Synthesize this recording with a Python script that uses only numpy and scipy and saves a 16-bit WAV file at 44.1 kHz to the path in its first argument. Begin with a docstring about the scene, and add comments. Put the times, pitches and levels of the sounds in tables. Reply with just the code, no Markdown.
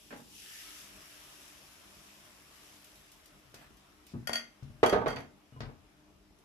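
"""A tiled kitchen: batter is ladled onto a hot plate and sizzles, fading as it sets. The steel ladle is dropped
into a glass bowl, where it clinks; the bowl rocks on the counter and a wooden tool is picked up.
Sizzle, rustle, sliding and room air are coloured noise; struck things are sums of dying modes that the
tiles answer; appliance hum and steam whistles are wavering tones. Two microphones hear it all."""
import sys
import numpy as np
from scipy import signal
from scipy.fft import rfft, irfft, next_fast_len
from scipy.io import wavfile
from scipy.ndimage import uniform_filter1d, map_coordinates

SR = 44100
rng = np.random.default_rng(int(sys.argv[2]) if len(sys.argv) > 2 else 0)


def field_ratio(decibels):
    """Amplitude ratio for a level in dB (20 dB per decade); scalars and array-likes work."""
    return 10 ** (np.asarray(decibels, dtype=float) / 20)


def dump(signal):
    """Clip the signal to [-1, 1] and save it as 16-bit WAV at the path in sys.argv[1]."""
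    limited = np.clip(np.atleast_2d(signal).T, -1, 1)
    pcm = np.round(limited * 32767).astype(np.int16)
    wavfile.write(sys.argv[1], SR, pcm)


N = 284048  # samples, 6.44 s


def unit(x):
    """Scaled to rms 1."""
    return x / np.sqrt(np.mean(x ** 2) + 1e-20)


def peaked(x):
    """Scaled to peak 1."""
    return x / np.max(np.abs(x))


def along(points, hz):
    """(Hz, value) points read on a log frequency axis."""
    f, v = np.transpose(points)
    return np.interp(np.log(hz + 1), np.log(f + 1), v)


def wobble(rate):
    """A smooth random curve with rate knots a second."""
    return map_coordinates(rng.standard_normal(int(N * rate / SR) + 4), [np.arange(N) * rate / SR])


def filtered(x, response):
    """x times a complex response of frequency."""
    n = x.shape[-1]
    m = next_fast_len(n + 8192)
    return irfft(rfft(x, m) * response(np.fft.rfftfreq(m, 1 / SR)), m)[..., :n]


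def paired(white, spectrum):
    """Two unrelated noises coloured and mixed into left and right, most alike in the bass; rms 1."""
    # How alike the ears are. Each row: frequency in Hz, left-right correlation.
    likeness = [(60, 0.69), (180, 0.75), (550, 0.4), (1650, 0.041), (4970, 0.042), (15000, 0.037)]

    def colour(hz):
        angle = np.arccos(np.clip(along(likeness, hz), -1, 1)) / 2
        return field_ratio(along(spectrum, hz)) * [np.cos(angle), np.sin(angle)]

    mid, side = filtered(white, colour)
    return unit(np.array([mid + side, mid - side]))


def rush(spectrum, patchy_db, grain_db):
    """Stereo noise of rms 1 with patches of random gain; grain_db makes it a hail of uneven tiny bursts."""
    white = rng.standard_normal((2, N)) * field_ratio(grain_db * wobble(900))
    z = signal.stft(white, nperseg=512)[2]
    field = uniform_filter1d(rng.standard_normal(z.shape[1:]), size=6, axis=0)  # smooth over frequency
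    field = uniform_filter1d(field, size=12, axis=1)  # and over time
    patchy = signal.istft(z * field_ratio(patchy_db * unit(field)), nperseg=512)[1][:, :N]
    return paired(patchy, spectrum)


def ringing(modes, t, spread_db, first_db, first_t60, rise_s, opposed=True):
    """A struck object's modes at new strengths for each blow; each has an extra part with its own decay."""
    hz, db, t60 = np.transpose(modes)[:, :, None]
    chance = rng.standard_normal((3, len(modes), 1))
    level = db + spread_db * (chance[0] + 0.22 * chance[1:])  # the two ears differ slightly
    decay = field_ratio(-60 * t / t60) + field_ratio(first_db - 60 * t / first_t60)
    sign = (-1) ** (opposed * np.arange(len(modes)))[:, None]  # opposed: neighbouring modes start opposite
    ring = np.sum(sign * field_ratio(level) * decay * np.sin(2 * np.pi * hz * t), axis=1)
    return peaked(ring * (1 - np.exp(-t / rise_s)) ** 2)


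def tiles(x, wet_db):
    """A short sound plus a fresh answer of the tiled walls, each frequency dying at its own speed."""
    # How long the walls answer. Each row: frequency in Hz, time to fall 60 dB in seconds.
    wall_t60 = [(100, 0.47), (500, 0.33), (2000, 0.3), (6000, 0.22), (14000, 0.093)]
    noise = paired(rng.standard_normal(x.shape), [(120, -1), (400, -0.5), (800, 0.5)])
    hz, t, z = signal.stft(noise, SR, nperseg=256)
    tail = signal.istft(z * field_ratio(-60 * t / along(wall_t60, hz)[:, None]), SR, nperseg=256)[1]
    tail = tail * (1 - np.exp(-np.arange(tail.shape[1]) / (0.00097 * SR)))  # echoes need time to build up
    wet = signal.fftconvolve(x, tail / np.linalg.norm(tail[0]), axes=1)[:, :x.shape[1]]
    return x + field_ratio(wet_db) * wet


def add(out, s, sound, pan_db, lag_s):
    """Lays a stereo sound into out at s seconds, pan_db louder on the left, where it arrives lag_s later."""
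    for ear, side in enumerate((1, -1)):
        piece = out[ear, round((s + side * lag_s / 2) * SR):][:sound.shape[1]]
        piece += field_ratio(side * pan_db / 2) * sound[ear, :len(piece)]


def kitchen():
    """Room air as coloured noise, and appliance hum, each partial a narrow wavering band."""
    # Hum partials. Each row: frequency in Hz, level in dB.
    partials = [(70.0, -79), (145.3, -76.5), (199.2, -75.5), (301.5, -73), (608.3, -80.5), (678.3, -87)]
    # Colour of the room air. Each row: frequency in Hz, relative level in dB.
    air_colour = [(24, -50), (40, 9.5), (166, -11.5), (197, 0.5), (224, -6.5), (301, -1), (325, -3.5),
                  (407, -4.5), (522, -15.5), (653, -16.5), (817, -11.5), (903, -12), (1600, -42),
                  (5050, -22), (15500, -46.5)]
    t = np.arange(N) / SR
    hum = 0
    for hz, db in partials:
        turn = 2 * np.pi * hz * t
        hum = hum + field_ratio(db) * (wobble(12) * np.sin(turn) + wobble(14) * np.cos(turn))
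    air_db = -64.5 + 0.72 * wobble(2.68)
    return hum + field_ratio(air_db) * rush(air_colour, patchy_db=2.0, grain_db=1.5)


def sizzle():
    """Steam escapes in fine fizz at first, then in coarser bubbles; both flutter a little."""
    # Steam under the batter. Each row: time in seconds, level of the fine fizz in dB.
    steam = [(0, -58), (.22, -58.5), (.28, -58.5), (.35, -52), (.55, -48), (.8, -49.5), (.92, -54),
             (1.25, -54.5), (1.45, -54.5), (1.8, -58.5), (2.1, -57.5), (2.43, -59.5), (2.65, -56.5),
             (3, -60.5), (3.27, -65), (4.1, -68.5), (5.4, -72), (6.44, -73.5)]
    # Colour of the fine fizz. Each row: frequency in Hz, relative level in dB.
    fizz_colour = [(800, -36.5), (1300, -11), (1750, -6.5), (2100, -8), (2700, -4.5), (3600, -6.5),
                   (4240, -10), (5550, -4.5), (6400, -9.5), (7800, -9.5), (8400, -13), (11000, -8.5),
                   (13000, -13), (14400, -23), (15500, -10.5)]
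    # Colour of the coarse bubbling. Each row: frequency in Hz, relative level in dB.
    bubble_colour = [(250, -8.5), (450, -10), (620, -0.5), (800, -6), (1150, -0.5), (1700, -6),
                     (2500, -6.5), (4000, -12), (8000, -68)]
    t = np.arange(N) / SR
    flutter = wobble(6.34)

    fine_db = np.interp(t, *np.transpose(steam)) + 0.21 * flutter
    fine = field_ratio(fine_db) * rush(fizz_colour, patchy_db=1.2, grain_db=1.26)
    # the fizz starts thin and fills out downward as the pool spreads
    thin_hz, thin_db, fills_s, fill_rise_s = 2240, -8, 0.36, 0.1
    low_db = thin_db * (1 - np.clip((t - fills_s) / fill_rise_s, 0, 1))
    low = filtered(fine, lambda hz: 1 / (1 + (hz / thin_hz) ** 10))
    fine = fine + (field_ratio(low_db) - 1) * low

    # coarse bubbling sets in once the batter has spread, then sags as it sets
    start_s, rise_s, before_db, full_db, sag_db_per_s = 0.56, 0.12, -71, -61, 1.74
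    since = t - start_s
    coarse_db = before_db + (full_db - before_db) * np.clip(since / rise_s, 0, 1)
    coarse_db = coarse_db - sag_db_per_s * np.clip(since - rise_s, 0, None)
    coarse_db = coarse_db + 0.37 * wobble(4.78) + 0.16 * flutter
    coarse = field_ratio(coarse_db) * rush(bubble_colour, patchy_db=1.86, grain_db=-0.5)
    return field_ratio([[.95], [-.95]]) * (fine + coarse + whistles())  # a little to the left


def knocks():
    """A blow and its rebound ring the slab and the cabinet below it, and shake what stands on the counter."""
    # Things meeting the counter. Each row: start in seconds, levels of slab, cabinet, door panels
    # and rattle of loose things in dB, left over right in dB.
    blows = [(0.106, -50, -76, -46, -49.5, -5), (0.125, -39, -73, -42.5, -47.5, 0),
             (0.16, -46.5, -70, -51, -59, 5), (0.195, -51.5, -76, -52.5, -69, -6),
             (3.449, -73, -60, -73, -69, 4), (3.541, -51, -60, -59, -56.5, -1),
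             (4.136, -45.5, -45, -34.5, -66, 1.5), (4.148, -47.5, -34, -55, -68, -1),
             (4.2935, -39, -61, -42.5, -47, -1), (4.624, -62, -37.5, -48.5, -63, 3),
             (4.7, -61, -45, -57.5, -70, 1), (4.83, -9.5, -33, -29, -24.5, -1.5),
             (4.926, -15, -30.5, -26, -32, -3), (4.9315, -15.5, -45, -33, -35, -2),
             (4.962, -25, -47, -33.5, -50, -6), (5.014, -26.5, -48, -33, -49.5, -4),
             (5.06, -19.5, -35, -34, -37.5, -3), (5.066, -23, -50, -44, -39, -2),
             (5.129, -32.5, -64, -37, -50, -3.5), (5.166, -37.5, -44, -47, -39.5, 0.5),
             (5.522, -56, -48.5, -50, -69, 3.5), (5.562, -52, -43, -55, -70, 0),
             (5.605, -38, -37, -42, -45, 1), (5.63, -40, -49, -48.5, -57, 2),
             (5.654, -47, -43, -48.5, -56.5, 2), (5.69, -45, -50, -55.5, -69, 3),
             (5.709, -59, -57, -72, -65, -1)]
    # Modes of the counter slab. 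Each row: frequency in Hz, relative level in dB, 60 dB decay in seconds.
    slab_modes = [(454, 6.5, 0.036), (575, 7, 0.036), (382, -13, 0.072), (425.7, -5.5, 0.17),
                  (475, -1.5, 0.082), (491, -2.5, 0.075), (544, -4, 0.06), (614, 0, 0.095), (687, 0, 0.08),
                  (758, -4, 0.15), (824.4, -3.5, 0.16), (901, -4.5, 0.18), (955, -8.5, 0.17),
                  (1048, -5, 0.1), (1144, -1.5, 0.072), (1248, -5, 0.14), (1383, -11.5, 0.1),
                  (1533, -5.5, 0.098), (1720, -11.5, 0.091)]
    # Modes of the cabinet. Each row: frequency in Hz, relative level in dB, 60 dB decay in seconds.
    cabinet_modes = [(45.3, -8, 0.29), (64.4, -10.5, 0.077), (85.7, -5, 0.28), (104.5, -8.5, 0.12),
                     (115.6, 4.5, 0.1), (144.6, -2, 0.11)]
    # Modes of the cabinet doors. Each row: frequency in Hz, relative level in dB, 60 dB decay in seconds.
    door_modes = [(196, -0.5, 0.1), (235, -3, 0.31), (267.4, -3, 0.17), (342, -8.5, 0.085)]
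    # Colour of the rattle. Each row: frequency in Hz, relative level in dB.
    rattle_colour = [(300, -3), (600, 2), (1200, -4), (1600, -3.5), (2200, -5), (3200, -12.5),
                     (4000, -15.5), (7000, -32), (15000, -52)]
    out, t = np.zeros((2, N)), np.arange(SR // 2) / SR
    # every blow lands again 29 ms later, softer and duller
    rebounds = np.add(blows, [0.029, -17.5, -8.5, -8.5, -17.5, 0])
    body_pan_db = 3  # the cabinet sounds further left than the blow
    for s, slab_db, boom_db, panel_db, rattle_db, pan_db in [*blows, *rebounds]:
        slab = -field_ratio(slab_db) * ringing(slab_modes, t, spread_db=1.5, first_db=4.0, first_t60=0.027,
                                       rise_s=0.0015, opposed=False)
        boom = field_ratio(boom_db) * ringing(cabinet_modes, t, spread_db=3.0, first_db=-8.5, first_t60=0.075,
                                      rise_s=0.00064)
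        panel = -field_ratio(panel_db) * ringing(door_modes, t, spread_db=3.0, first_db=-13.0, first_t60=0.027,
                                         rise_s=0.0015, opposed=False)
        shake = (field_ratio(-60 * t / 0.15) + field_ratio(-0.5 - 60 * t / 0.017)) * (1 - np.exp(-t / 0.00062))
        rattle = field_ratio(rattle_db) * shake * paired(rng.standard_normal((2, len(t))), rattle_colour)
        body = field_ratio([[body_pan_db / 2], [-body_pan_db / 2]]) * (boom + panel)
        add(out, s, tiles(slab + rattle + body, wet_db=-5.5), pan_db, lag_s=-0.00022)
    return out


def dish():
    """Small crockery that is brushed or jolted answers with one faint mode at a time."""
    # Crockery touched. Each row: start in seconds, frequency in Hz, level in dB, 60 dB decay in seconds.
    pings = [(0.109, 1532, -45.5, 0.073), (0.131, 1580, -54, .09), (3.546, 2530, -60, 0.14),
             (5.53, 2900, -66, 0.2), (5.561, 1029, -54, 0.13), (5.69, 970, -63, 0.092)]
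    out, t = np.zeros((2, N)), np.arange(SR // 4) / SR
    for s, hz, db, t60 in pings:
        ping = field_ratio(db - 60 * t / t60) * np.sin(2 * np.pi * hz * t) * (1 - np.exp(-t / 0.003))
        add(out, s, tiles(np.array([ping, ping]), wet_db=-2), pan_db=6.0, lag_s=-0.0003)
    return out


def spits():
    """Each bright tick is a puff of noise that drops at once and leaves a weak tail; a duller one loses its top."""
    # Spitting bubbles and light touches. Each row: start in seconds, level in dB, weight of the top octave in dB.
    ticks = [(0.173, -46, 0), (2.844, -44, 2), (2.956, -46.5, -2), (3.117, -45, 2), (3.258, -45, 0),
             (3.5432, -41, -5), (3.769, -52, -2), (4.067, -45.5, 1), (4.631, -52, -12), (5.605, -39.5, -24),
             (6.3876, -54.5, 0)]
    out, t = np.zeros((2, N)), np.arange(SR // 4) / SR
    for s, db, top_db in ticks:
        colour = [(1200, -16.0), (3000, 0.5), (5000, 2.5), (10000, top_db)]
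        puff = (field_ratio(-60 * t / 0.026) + field_ratio(-15.0 - 60 * t / 0.16)) * rng.standard_normal((2, len(t)))
        puff = filtered(puff, lambda hz: field_ratio(along(colour, hz)))
        add(out, s, field_ratio(db) * tiles(peaked(puff), wet_db=-1.0), pan_db=3, lag_s=0)
    return out


def whistles():
    """Steam whistles from under the batter's edge: each a faint unsteady tone that swells and fades."""
    # Whistles. Each row: start in seconds, length in seconds, frequency in Hz, level in dB.
    tones = [(.3, 0.11, 3170, -66), (.3, 0.1, 2620, -67), (0.477, 0.15, 1780, -60), (.5, .1, 2510, -70),
             (.61, 0.21, 1293, -64.5), (.65, .07, 2210, -63), (.75, .1, 2760, -70), (1.15, .2, 1325, -69.5)]
    t = np.arange(N) / SR
    out = np.zeros((2, N))
    for s, length, hz, db in tones:
        swell = np.sin(np.pi * np.clip((t - s) / length, 0, 1))
        turn = 2 * np.pi * hz * t
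        for ear in range(2):
            out[ear] += field_ratio(db) * swell * (wobble(44.5) * np.sin(turn) + wobble(46.3) * np.cos(turn))
    return out


def rustle():
    """A brief dull rustle, perhaps a sleeve: one swell of grainy mid-band noise."""
    centre_s, width_s, level_db = 3.62, 0.057, -58.5
    swell = np.exp(-((np.arange(N) / SR - centre_s) / width_s) ** 2)
    colour = [(400, -10), (1000, -9), (1800, -4), (2600, -13), (6000, -23)]
    return field_ratio(level_db) * swell * rush(colour, patchy_db=3.5, grain_db=2.0)


def slide():
    """The ladle slides through batter along the glass: a short wet hiss that swells, holds and dies."""
    start_s, attack_s, hold_s, t60_s, level_db = 4.055, 0.03, 0.042, .13, -62.5
    since = np.arange(N) / SR - start_s
    fading = np.clip(since - attack_s - hold_s, 0, None)
    colour = [(800, -15), (2500, -1.0), (5000, 2), (9000, -12.0), (15000, -16)]
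    hiss = rush(colour, patchy_db=-2.5, grain_db=2.0)
    return np.clip(since / attack_s, 0, 1) * field_ratio(level_db - 60 * fading / t60_s) * hiss


def clinks():
    """Steel on glass: a sharp crack and the ring of ladle and bowl, whose low modes are lifted anew each time."""
    # Ladle against glass. Each row: start in seconds, level in dB, left over right in dB, lift of the low
    # modes in dB, crack relative to the ring in dB, lift of the modes near 4.6 kHz in dB.
    contacts = [(4.2725, -25, 5, 4.5, -8, 0.5), (4.2944, -30, 6, 13, -14, -3),
                (4.3319, -21, 4, 0, -9.5, 1.5), (4.356, -19.5, 1, 5, -13.5, 4.5),
                (4.835, -27, 2, -1, -13, -7), (4.8615, -24.5, -0.5, 1, -7, -4),
                (4.8956, -24.5, 3, 5.5, -12, -3.5), (4.93, -37, -8, 9, -11, 5),
                (5.078, -36.5, 6, -2, -10, -7), (5.0833, -28.5, -3, 7.5, -17, -4),
                (5.1043, -34.5, -5, 8, -14, 1), (5.1288, -47, 0, -1, -14, 8),
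                (5.1605, -35.5, -6, 3, -16, -0.5), (5.1886, -48.5, 2, 6, -9, -3),
                (5.205, -51, -5, 5, -6, 0)]
    # Modes of ladle and bowl. Each row: frequency in Hz, relative level in dB, 60 dB decay in seconds.
    ladle_modes = [(651, 0, 0.053), (1113, -17, 0.089), (1428, -2, 0.094), (1863, -4, 0.14),
                   (1928, -9.5, 0.32), (2070, -13, 0.4), (2096, -10.5, 0.23), (2147, -15.5, 0.37),
                   (2570, -12, 0.07), (2900, -18, .06), (3185, -2, 0.16), (3278, 2, 0.078),
                   (3570, -18, 0.12), (4700, -21, 0.3), (4670, -13.5, 0.235), (4600, 9, 0.029),
                   (5184, -20, 0.18), (5700, -19, 0.18), (6000, -18, 0.18), (6260, -6, 0.1),
                   (6100, -15, 0.41), (6530, -19.5, .03), (7840, -16, 0.142), (8900, -19.5, 0.17),
                   (9580, -24, 0.1), (10380, -17, 0.11), (11200, -35, .12)]
    # Colour of the crack. 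Each row: frequency in Hz, relative level in dB.
    crack_colour = [(500, -17), (1500, -4), (3300, -5), (4050, -38), (4700, -8.5), (6500, -7.5),
                    (8300, -16.5), (11000, -7), (15000, -26)]
    out, t = np.zeros((2, N)), np.arange(SR // 2) / SR
    chatter = field_ratio(-60 * t / 0.018) + field_ratio(-14.0 - 60 * t / 0.22)  # the handle keeps buzzing against the rim
    for s, db, pan_db, low_db, crack_db, bright_db in contacts:
        crack = field_ratio(crack_db) * chatter * paired(rng.standard_normal((2, len(t))), crack_colour)
        # low and bright modes are lifted by a different amount at each contact
        modes = [(hz, level + low_db * (hz < 2800) + bright_db * (4400 < hz < 4800), t60)
                 for hz, level, t60 in ladle_modes]
        ring = ringing(modes, t, spread_db=1.0, first_db=16, first_t60=0.013, rise_s=0.0012)
        add(out, s, field_ratio(db) * tiles(ring + crack, wet_db=-5.0), pan_db, lag_s=0.0005028)
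    return out


def push():
    """The ladle's round bottom lands once: one pressure pulse and its short recoil."""
    start_s, width_s, level_db = 4.2945, 0.00029, -22
    out, u = np.zeros((2, N)), np.arange(SR // 4) / SR / width_s - 2
    pulse = (1 - 0.95 * u * u) * np.exp(-u * u / 2)
    thump = field_ratio(level_db) * tiles(np.array([pulse, pulse]), wet_db=-6.0)
    add(out, start_s, thump, pan_db=6, lag_s=0.00028)
    return out


def scene():
    """All sources at the two microphones; the steady ones sit a little to the left."""
    room = field_ratio([[1.05], [-1.05]]) * kitchen()
    return room + sizzle() + knocks() + dish() + spits() + rustle() + slide() + clinks() + push()


def low_pass(x):
    """Removes everything above the highest recorded frequency."""
    return signal.sosfilt(signal.butter(12, 15710, fs=SR, output="sos"), x)


def record(dry):
    """The recorder rolls off the deepest bass and keeps little over 15 kHz."""
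    band = lambda hz: (1j * hz / (24 + 1j * hz)) ** 4 / (1 + (hz / 15150) ** 100)
    mix = filtered(dry, band)
    return low_pass(mix)


dry = scene()
out = record(dry)
dump(out)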